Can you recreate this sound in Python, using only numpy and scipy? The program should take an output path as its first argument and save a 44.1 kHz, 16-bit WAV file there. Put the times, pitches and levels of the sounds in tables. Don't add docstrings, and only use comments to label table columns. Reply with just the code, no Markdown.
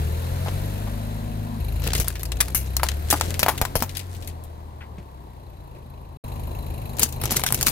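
import sys
import numpy as np
from scipy import signal
from scipy.fft import rfft, irfft
from scipy.io import wavfile
from scipy.ndimage import uniform_filter1d

SR = 44100
rng = np.random.default_rng(int(sys.argv[2]) if len(sys.argv) > 2 else 0)


def wav_record(signal):
    frames = np.transpose(np.atleast_2d(signal))
    bounded = np.clip(frames, -1, 1)
    quanta = np.round(bounded * 32767).astype(np.int16)
    wavfile.write(sys.argv[1], SR, quanta)


N = 340011
T = np.arange(N) / SR

# start in seconds, end in seconds.
PASSAGES = [(0, 1.602), (1.602, 6.171), (6.239, 7.72)]
PASSAGE = np.searchsorted([end for _, end in PASSAGES], T)


def undb(db):
    return 10 ** (np.asarray(db) / 20)


def unit(x):
    return x / np.sqrt(np.mean(x ** 2))


def ring(x, hz, width):
    return signal.lfilter(*signal.iirpeak(hz, hz / width, SR), x)


def body(x, modes):
    total = 0
    for k, (hz, width, db) in enumerate(modes):
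        mode = ring(ring(x, hz, width), hz, width)
        total = total + (-1) ** k * undb(db) * mode
    return total


def band(x, lo_hz, hi_hz):
    return signal.sosfilt(signal.butter(2, [lo_hz, hi_hz], "bandpass", fs=SR, output="sos"), x)


def walk(rate):
    k = int(SR / rate)
    held = np.repeat(rng.standard_normal(N // k + 1), k)
    return 1.34 * uniform_filter1d(uniform_filter1d(held, k), k)[:N]


def curves(tables):
    s, *columns = np.transpose(np.concatenate(tables))
    return [np.interp(T, s, column) for column in columns]


def pan(x, db):
    return x * undb(np.array([[db], [-db]]) / 2)


ENGINE_LEAD, ENGINE_PAN_DB = 20, 2.5


def ports(alike):
    near = rng.standard_normal(N)
    pair = np.array([near, np.roll(near, ENGINE_LEAD)])
    return np.sqrt(alike) * pair + np.sqrt(1 - alike) * rng.standard_normal((2, N))


# time in seconds, crank speed in Hz.
CRANK = [
    [(0, 18.7), (0.24, 21), (0.45, 23), (0.654, 24.6), (1, 26.2), (1.33, 26.4), (1.6, 26.3)],
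    [(1.602, 25), (1.92, 28.5), (2.01, 28.9), (2.31, 28.8), (2.58, 32.7), (2.76, 32.4), (3.06, 38.4),
     (3.25, 41.6), (3.48, 44.8), (3.86, 45.8), (4.11, 44.9), (4.4, 40.3), (4.9, 37.7), (5.2, 32),
     (5.81, 26.3), (6.17, 26.7)],
    [(6.24, 26.1), (7.71, 26.1)],
]


def crank_speed():
    return curves(CRANK)[0]


# time in seconds, level in dB.
NEAR = [
    [(0, -45), (.1, -47), (.5, -45.5), (.72, -47.5), (1.37, -53), (1.6, -54)],
    [(1.602, -53), (1.85, -50.5), (2.1, -59), (2.65, -53), (3.3, -46), (3.9, -54.5), (4.4, -62),
     (4.83, -65.5), (6.17, -67.3)],
    [(6.24, -57), (7.71, -54)],
]
# rumble in dB, drone in dB, clatter in dB.
RUSH_DB = [(-48, -49, -52), (-46, -51.5, -53), (-44, -45, -54)]
HISS_REF_DB = -55
RUSH_SLOPE = [0.54, 0.072, 0.78]


def rush_levels():
    hiss_db = curves(NEAR)[0]
    following = np.outer(RUSH_SLOPE, hiss_db - HISS_REF_DB)
    return [*(np.transpose(RUSH_DB)[:, PASSAGE] + following), hiss_db]


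# time in seconds, hum level in dB before order weight and pipe,
# lift of the upper orders in dB per octave.
LOAD = [
    [(0, -40, 0), (0.15, -42.5, -2.4), (0.45, -39.5, -3), (1, -48, 3), (1.6, -53.5, 7.5)],
    [(1.602, -39.5, -2.4), (1.95, -39.5, 0.1), (2.1, -44.2, -3.5), (2.6, -42.5, -0.7), (3.1, -42.5, -7.5),
     (3.6, -46.5, 1.1), (4.2, -49.5, -11.5), (4.9, -59.5, -0.5), (5.4, -59, 1), (6.17, -55.5, 1)],
    [(6.24, -49, 2.2), (6.7, -46, 0.3), (7.1, -50, 2.9), (7.71, -54, 7)],
]
ORDERS = [1, 2, 3, 4, 5, 6, 8, 9]
# dB in the first passage, dB in the later passages.
ORDER_DB = [(-7, -2), (12, 6), (-9, 1.5), (8, -0.5), (-12, 1), (7, -0.5), (2, -13), (-1, -7.5)]
# frequency in Hz, gain in dB.
PIPE = [(25, -19), (45, -13), (52, 4.0), (75, 10.3), (90, 5.5), (110, 4), (138, 4.0), (150, -3.5),
        (185, -3.0), (205, -2.5), (222, -5.5), (236, 2), (260, -1), (400, -7)]


def order_levels(crank_hz):
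    level_db, lift_db = curves(LOAD)
    pipe_hz, pipe_db = np.transpose(PIPE)
    levels = []
    for k, (first_db, later_db) in zip(ORDERS, ORDER_DB):
        weight_db = np.where(PASSAGE == 0, first_db, later_db)
        passed_db = np.interp(np.log(k * crank_hz), np.log(pipe_hz), pipe_db)
        levels.append((k, level_db + lift_db * np.log2(k / 2) + weight_db + passed_db))
    return levels


# multiple of the crank speed, dB against the rumble before the passage offset.
FAINT_ORDERS = [(7, -10), (10, -12), (12, -7), (18, -9), (22, -6), (24, -8), (26, -9), (28, -8)]
FAINT_DB = [0, -12, -10]


def hum(turns, levels):
    rumble_db = rush_levels()[0]
    faint = [(k, rumble_db + db + np.take(FAINT_DB, PASSAGE)) for k, db in FAINT_ORDERS]
    tone = 0
    for k, db in levels + faint:
        amplitude = np.sqrt(2) * undb(db + 1.5 * walk(14))
        tone = tone + amplitude * np.sin(2 * np.pi * (k * turns + rng.random()) + .15 * walk(10))
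    apart = unit(band(rng.standard_normal(N), 35, 70)) * undb(rumble_db - 14)
    return np.array([tone + apart, np.roll(tone, ENGINE_LEAD) - apart])


# crank phase of the tick from 0 to 1, share of the tick half a turn
# later, dB over the steady noise before distance and speed blur it.
TICKS = [(.3, .85, -4), (.04, .3, 5), (.06, .35, 7)]
IDLE_HZ, TICK_BLUR_DB_PER_HZ = 27, .6


def valve_ticks(turns, hiss_db):
    start, second, tick_db = np.transpose(TICKS)[:, PASSAGE]
    tick_db = tick_db - np.clip(.5 * (-54 - hiss_db), 0, 4)
    tick_db = tick_db - TICK_BLUR_DB_PER_HZ * np.maximum(crank_speed() - IDLE_HZ, 0)
    phase = turns - np.interp([s for s, _ in PASSAGES], T, turns)[PASSAGE] - start
    number = (2 * (phase + 1 + 200 * PASSAGE)).astype(int)
    first_pulse = np.exp(-((phase % 1) / .33) ** 2)
    second_pulse = np.exp(-(((phase + .5) % 1) / .3) ** 2)
    return uniform_filter1d(first_pulse + second * second_pulse, size=150), tick_db, number


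# centre in Hz, width in Hz, relative level in dB.
TICK_LOW = [(2600, 700, -2), (4000, 450, -2)]
TICK_HIGH = [(6800, 900, -7), (9800, 1400, -5), (11500, 1300, -1), (12900, 1300, 0), (14300, 1200, -4)]


def tick_ring(tick, number, modes):
    total = 0
    for mode in modes:
        strength = undb(2.2 * rng.standard_normal(N // 200))[number]
        total = total + body(ports(.5) * tick * strength, [mode])
    return unit(total)


# frequency in Hz, relative density in dB.
RUMBLE = [(15, -35), (25, 2.5), (102, -4.5), (142, -9), (194, -13), (254, -16), (348, -14.5), (462, -17),
          (750, -15.5), (980, -35.5), (1650, -120)]
# centre in Hz, width in Hz, relative level in dB.
DRONE = [(860, 300, -1), (1000, 260, 0), (1150, 200, -6)]
CLATTER = [(1270, 640, -4), (1910, 1380, -1.5), (2700, 3040, -4.5), (3480, 2960, -2.5)]
HISS = [(6650, 15600, -2.5), (9760, 4200, 4.5), (13100, 2400, -0.5)]


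def rush(turns):
    rumble_db, drone_db, clatter_db, hiss_db = rush_levels()
    tick, tick_db, number = valve_ticks(turns, hiss_db)
    low, high = [tick_ring(tick, number, modes) for modes in (TICK_LOW, TICK_HIGH)]
    hz = np.maximum(np.fft.rfftfreq(N, 1 / SR), 1)
    rumble_hz, density_db = np.transpose(RUMBLE)
    shape = undb(np.interp(np.log(hz), np.log(rumble_hz), density_db))
    rumble = irfft(rfft(ports(0.86)) * shape, N)
    rumble = rumble / np.std(band(rumble, 250, 700)) * (.9 + .3 * tick)
    drone = unit(body(ports(0.41) * (1.9 + tick), DRONE))
    clatter = unit(body(ports(.4), CLATTER)) + undb(tick_db - 4) * low
    hiss = unit(body(ports(0.084), HISS)) + undb(tick_db) * high
    return (undb(rumble_db + 1.14 * walk(9.1)) * rumble + undb(drone_db + walk(20)) * drone
            + undb(clatter_db) * clatter + undb(hiss_db) * hiss)


def engine():
    crank_hz = crank_speed()
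    turns = np.cumsum(crank_hz) / SR
    return pan(hum(turns, order_levels(crank_hz)) + rush(turns), ENGINE_PAN_DB)


def add(out, x, s):
    i = int(s * SR)
    out[:, i:i + x.shape[1]] += x[:, :N - i]


def peak(x, db):
    return x * undb(db) / np.sqrt(uniform_filter1d(np.mean(x ** 2, axis=0), size=130).max())


def crack(t60, rise, spike, alike):
    t = np.arange(int(.12 * SR)) / SR
    t60, rise = max(t60, .008), max(rise, .0001)
    slips = undb(4 * rng.standard_normal(len(t) // 40 + 1)).repeat(40)[:len(t)]
    shared = rng.standard_normal(len(t))
    noise = np.sqrt(alike) * shared + np.sqrt(1 - alike) * rng.standard_normal((2, len(t)))
    decay = undb(-60 * t / t60) + 0.071 * undb(-60 * t / 0.24)
    x = noise * slips * decay * (1 - np.exp(-t / rise)) ** 2
    x[:, :3] += spike * np.array([1, -.6, -.4])
    return np.array([x[0], np.roll(x[1], rng.integers(1, 8))])


DEBRIS_PAN_DB = 4

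# start in seconds, knock level in dB, knock pitch in Hz,
# scuff level in dB, t60 of the fast decay in seconds, rise time constant in seconds.
KNOCKS = [(0.458, -30.5, 790, -54, 0.06, 0.0033), (0.869, -38, 740, -61, 0.035, 0.0022),
          (2.796, -28.5, 1360, -49, 0.024, 0.00066), (3.481, -14, 920, -68, 0.043, 0.0033),
          (3.613, -21.5, 745, -34, 0.051, 0.0015), (3.753, -24, 600, -35.5, 0.027, 0.0031),
          (4.803, -57, 321, -42, 0.13, 0.0058), (4.979, -40.5, 313, -55, 0.029, 0.0048),
          (5.757, -42.5, 358, -60, 0.06, 0.0035)]


def knocks():
    out = np.zeros((2, N))
    for s, db, hz, scuff_db, t60, rise in KNOCKS:
        x = crack(t60, rise, 0, 1.0)
        knock = peak(ring(x, hz, 0.43 * hz), db)
        scuff = peak(band(x, 1200, 2600), scuff_db)
        add(out, pan(knock + scuff, DEBRIS_PAN_DB), s)
    return out


# centre in Hz, width in Hz, relative level in dB.
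SHARD = [(5770, 6900, -1), (8500, 6900, 5.5), (11650, 7750, 3.5)]


def shards(x):
    own = sum(ring(x, hz, 0.067 * hz) for hz in 2000 * 7 ** rng.random(size=6))
    return body(x, SHARD) + own


# start in seconds, treble level in dB, t60 of the fast decay in seconds,
# middle in dB against the treble, knock level in dB, knock pitch in Hz.
SNAPS = [(0.4835, -40.5, 0.063, 7, -24.5, 540), (1.8205, -36, .046, -4, -37, 900),
         (1.839, -33, 0.21, -4, -42, 509), (1.8665, -36, .042, -10, -26, 401),
         (1.8743, -21, 0.024, -3.5, -40, 1670), (1.8853, -37, .05, -13, -27, 450),
         (1.934, -15, 0.03, -10, -26, 820), (1.951, -18.5, 0.042, -6, -27, 460),
         (1.965, -20.5, 0.053, -15, -42, 452), (1.98, -24, .063, -20, -31, 420),
         (1.9999, -14.5, 0.088, -42, -26.5, 433), (2.0452, -34, .056, -8, -37, 665),
         (2.0777, -35, .05, -21, -32, 1370), (2.0822, -11.5, 0.02, -30, -32, 1620),
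         (2.104, -37, .035, -11, -34, 1650), (2.155, -35, 0.082, -0.5, -34.5, 1710),
         (2.1954, -33, 0.091, -13, -40, 398), (2.2324, -21.5, 0.028, -35, -36, 1210),
         (2.2543, -30, 0.058, -14, -42, 697), (2.3192, -26.5, 0.039, -3.5, -40, 400),
         (2.37, -38, .04, -5, -41, 412), (2.4044, -6, 0.054, -16, -17.5, 1710),
         (2.4122, -15.5, 0.056, -14, -20.5, 1230), (2.4826, -29.5, .027, -9, -33.5, 860),
         (2.502, -38, .05, -15, -37, 401), (2.5476, -11, 0.16, -24, -25.5, 1170),
         (2.7669, -12.5, .022, -37, -30, 1050), (2.8325, -15.5, 0.076, -30, -11, 900),
         (2.866, -36, .027, 5, -35, 1040), (2.8875, -19, 0.031, -1.5, -37, 1800),
         (2.917, -39.5, .027, 8, -41, 471), (3.1022, -11.5, 0.039, -32, -26, 400),
         (3.1106, -10, .033, -35, -24, 1700), (3.1275, -12, .039, -24, -8.5, 820),
         (3.1408, -35, .05, -6.5, -14.5, 840), (3.1607, -25.5, 0.11, -11, -45, 595),
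         (3.211, -12, 0.016, -3.5, -14, 890), (3.306, -25.5, 0.023, -3, -42, 436),
         (3.3423, -28.5, 0.037, 0.5, -41, 514), (3.3934, -12, 0.051, -10.5, -24, 824),
         (3.43, -7.5, 0.03, -3, -13, 610), (3.463, -19, 0.023, -22, -10.5, 725),
         (3.4833, -15, 0.12, -27, -8, 894), (3.578, -26, 0.051, -4, -48, 490),
         (3.6148, -11, 0.038, -20, -12, 724), (3.652, -22, 0.028, -9, -20, 1010),
         (3.7549, -16, 0.12, -28, -15.5, 615), (3.8037, -29.5, 0.13, -7, -35, 470),
         (3.8236, -13.5, 0.052, -23, -15, 880), (6.969, -34, 0.035, -17, -46, 633),
         (6.986, -28.5, .05, -29.5, -40, 398), (6.9949, -10, 0.037, -37, -28.5, 890),
         (7.031, -3, .048, -38, -19, 850), (7.089, -33, .045, -25, -50, 638),
         (7.1254, -28.5, 0.094, -28, -54, 646), (7.215, -25.5, 0.044, -14, -34, 790),
         (7.238, -20, 0.056, -19, -27, 830), (7.256, -17.5, 0.025, -10, -28.5, 845),
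         (7.308, -18, 0.11, -26, -28, 870), (7.3183, -14.5, 0.033, -15, -23.5, 740),
         (7.3446, -32, .073, -14, -28, 980), (7.3672, -9, 0.03, -14.5, -42, 573),
         (7.3955, -22, 0.057, -15, -27, 1000), (7.437, -13.5, 0.026, -6, -19.5, 755),
         (7.4639, -14, 0.074, -10, -23.5, 1570), (7.505, -28, .032, -19, -27, 840),
         (7.5238, -7, 0.021, -17, -21, 1010), (7.5446, -12, 0.055, -39, -37, 744),
         (7.611, -16.5, .05, -14, -25, 1600), (7.6283, -9, 0.024, -33, -27, 762),
         (7.668, -5, 0.026, -8, -17.5, 1230), (7.6834, -11, 0.049, -31, -21, 1280),
         (7.6987, -22, .058, -20, -30, 533)]
SNAP_PAN_DB, SNAP_SCATTER_DB = 5, 2
SPIKE = 10.


def snaps():
    out = np.zeros((2, N))
    for s, db, t60, middle_db, knock_db, hz in SNAPS:
        pan_db = SNAP_PAN_DB + SNAP_SCATTER_DB * rng.standard_normal()
        x = crack(t60, 0.000093, SPIKE, 0.45)
        blow = crack(0.088, 0.00088, 0, 1.0)
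        blow[:, :12] += 9.0 * np.hanning(12)
        knock = ring(blow, hz, .8 * hz) + 1.3 * ring(blow, hz, .1 * hz)
        knock = knock + .5 * ring(blow, 1.45 * hz, .1 * hz)
        treble = peak(shards(x), db)
        middle = peak(band(x, 1400, 4730), db + middle_db)
        add(out, pan(treble + middle + peak(knock, knock_db), pan_db), s)
    return out


# start in seconds, length in seconds,
# treble level in dB, middle level in dB (both before panning).
CRUNCH = [(1.805, 0.24, -59, -37.5), (2.033, 0.12, -47, -45.5), (2.408, 0.31, -54, -51.5),
          (3.069, 0.26, -43.5, -41.5), (3.4, .31, -57, -51), (3.884, .4, -56, -56.5),
          (6.968, 0.11, -55, -36), (7.214, .24, -58, -38.5), (7.492, 0.32, -42, -41)]
CRUNCH_EDGE_S, CRUNCH_BODY_DB = 0.029, -0.5


def crunch():
    spells = np.array([np.clip(np.minimum(T - s, s + length - T) / CRUNCH_EDGE_S, 0, 1)
                       for s, length, _, _ in CRUNCH])
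    treble, middle = undb(np.array(CRUNCH)[:, 2:]).T @ spells
    sizes = undb(np.minimum(4.5 * rng.exponential(size=N), 13))
    grains = (rng.random(N) < 500 / SR) * sizes
    smear = signal.lfilter([1], [1, -np.exp(-1 / (0.0017 * SR))], grains)
    x = smear * (.5 * rng.standard_normal(N) + 0.74 * rng.standard_normal((2, N)))
    sound = treble * unit(body(x, SHARD)) + middle * unit(band(x, 600, 5100))
    sound = sound + middle * undb(CRUNCH_BODY_DB) * unit(band(x.sum(axis=0), 162, 610))
    return pan(sound, DEBRIS_PAN_DB)


# start in seconds, treble level in dB, t60 of the fast decay in seconds,
# rise time constant in seconds.
TEARS = [(1.861, -39, 0.05, 0.008), (3.105, -13, 0.071, 0.0032), (7.011, -18.5, 0.092, 0.0088),
         (7.355, -21.5, .05, 0.0066), (7.662, -15, .06, .004)]


def tears():
    out = np.zeros((2, N))
    for s, db, t60, rise in TEARS:
        add(out, pan(peak(shards(crack(t60, rise, 0, 0.96)), db), DEBRIS_PAN_DB), s)
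    return out


# start in seconds, deep level in dB, thud level in dB,
# thud pitch in Hz.
JOLTS = [(1.867, -34, -31, 187), (1.95, -38, -26, 130), (1.994, -13, -40, 118), (2.548, -18, -39, 162),
         (2.82, -28, -32, 119), (3.131, -42, -18.5, 300), (3.427, -35, -27.5, 184), (3.48, -20, -33, 124),
         (3.616, -12.5, -34, 115), (3.757, -14.5, -25, 113), (3.819, -41, -22.5, 236),
         (4.982, -49, -33, 171), (6.999, -35, -26, 127), (7.029, -36, -26.5, 247), (7.241, -26, -23.5, 122),
         (7.319, -44, -26, 229), (7.371, -32, -23, 121), (7.437, -35, -25, 119), (7.522, -44, -19.5, 122),
         (7.609, -29, -31, 123), (7.669, -47, -24.5, 234)]


def jolts():
    out, t = np.zeros((2, N)), np.arange(4000) / SR * np.ones((2, 1))
    for s, deep_db, thud_db, hz in JOLTS:
        deep = np.sin(2 * np.pi * 38 * t) * np.exp(-t / 0.004)
        thud = np.sin(2 * np.pi * hz * t) * np.exp(-t / 0.012)
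        add(out, peak(deep, deep_db) + peak(thud, thud_db), s)
    return out


# start in seconds, treble level in dB,
# middle in dB against the treble.
SKITTERS = [(3.8932, -37.5, 0.5), (3.952, -37.5, 0.5), (3.9695, -25.5, -7), (3.994, -32.5, -3),
            (4.1484, -42.5, -5), (4.224, -44, -1), (4.2748, -31, -11), (4.298, -52, 1.5), (4.438, -41, -23)]
SKITTER_T60_S, SKITTER_PAN_DB = 0.085, 10


def skitters():
    out = np.zeros((2, N))
    for s, db, middle_db in SKITTERS:
        x = crack(SKITTER_T60_S, 0.000093, SPIKE, 0.58)
        sound = peak(shards(x), db) + peak(band(x, 2000, 4960), db + middle_db)
        add(out, pan(sound, SKITTER_PAN_DB), s)
    return out


def scene():
    return engine() + knocks() + snaps() + crunch() + tears() + jolts() + skitters()


def follow(x, attack_s, release_s, size=32):
    out, level = [], 0.
    for v in uniform_filter1d(x, size=size)[::size].tolist():
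        level += (v - level) * min(size / SR / (attack_s if v > level else release_s), 1)
        out.append(level)
    return np.interp(T, T[::size], out)


DUCK_FROM_DB, DUCK_RATIO, DUCK_ATTACK_S, DUCK_RELEASE_S = -16, 1.5, 0.0087, 0.24
TOP_HZ = 15700


def record(dry):
    on = sum((T >= start) & (T < end) for start, end in PASSAGES)
    cut = signal.sosfilt(signal.butter(3, 33, "highpass", fs=SR, output="sos"), dry)
    cut = cut * uniform_filter1d(1. * on, size=60)
    loud = follow(np.abs(cut).max(axis=0), DUCK_ATTACK_S, DUCK_RELEASE_S)
    cut = cut * np.maximum(loud / undb(DUCK_FROM_DB), 1) ** (1 / DUCK_RATIO - 1)
    rounded = np.tanh(1.167 * cut) / 1.114
    return signal.sosfilt(signal.ellip(7, .5, 75, TOP_HZ, fs=SR, output="sos"), rounded)


dry = scene()
out = record(dry)
wav_record(out)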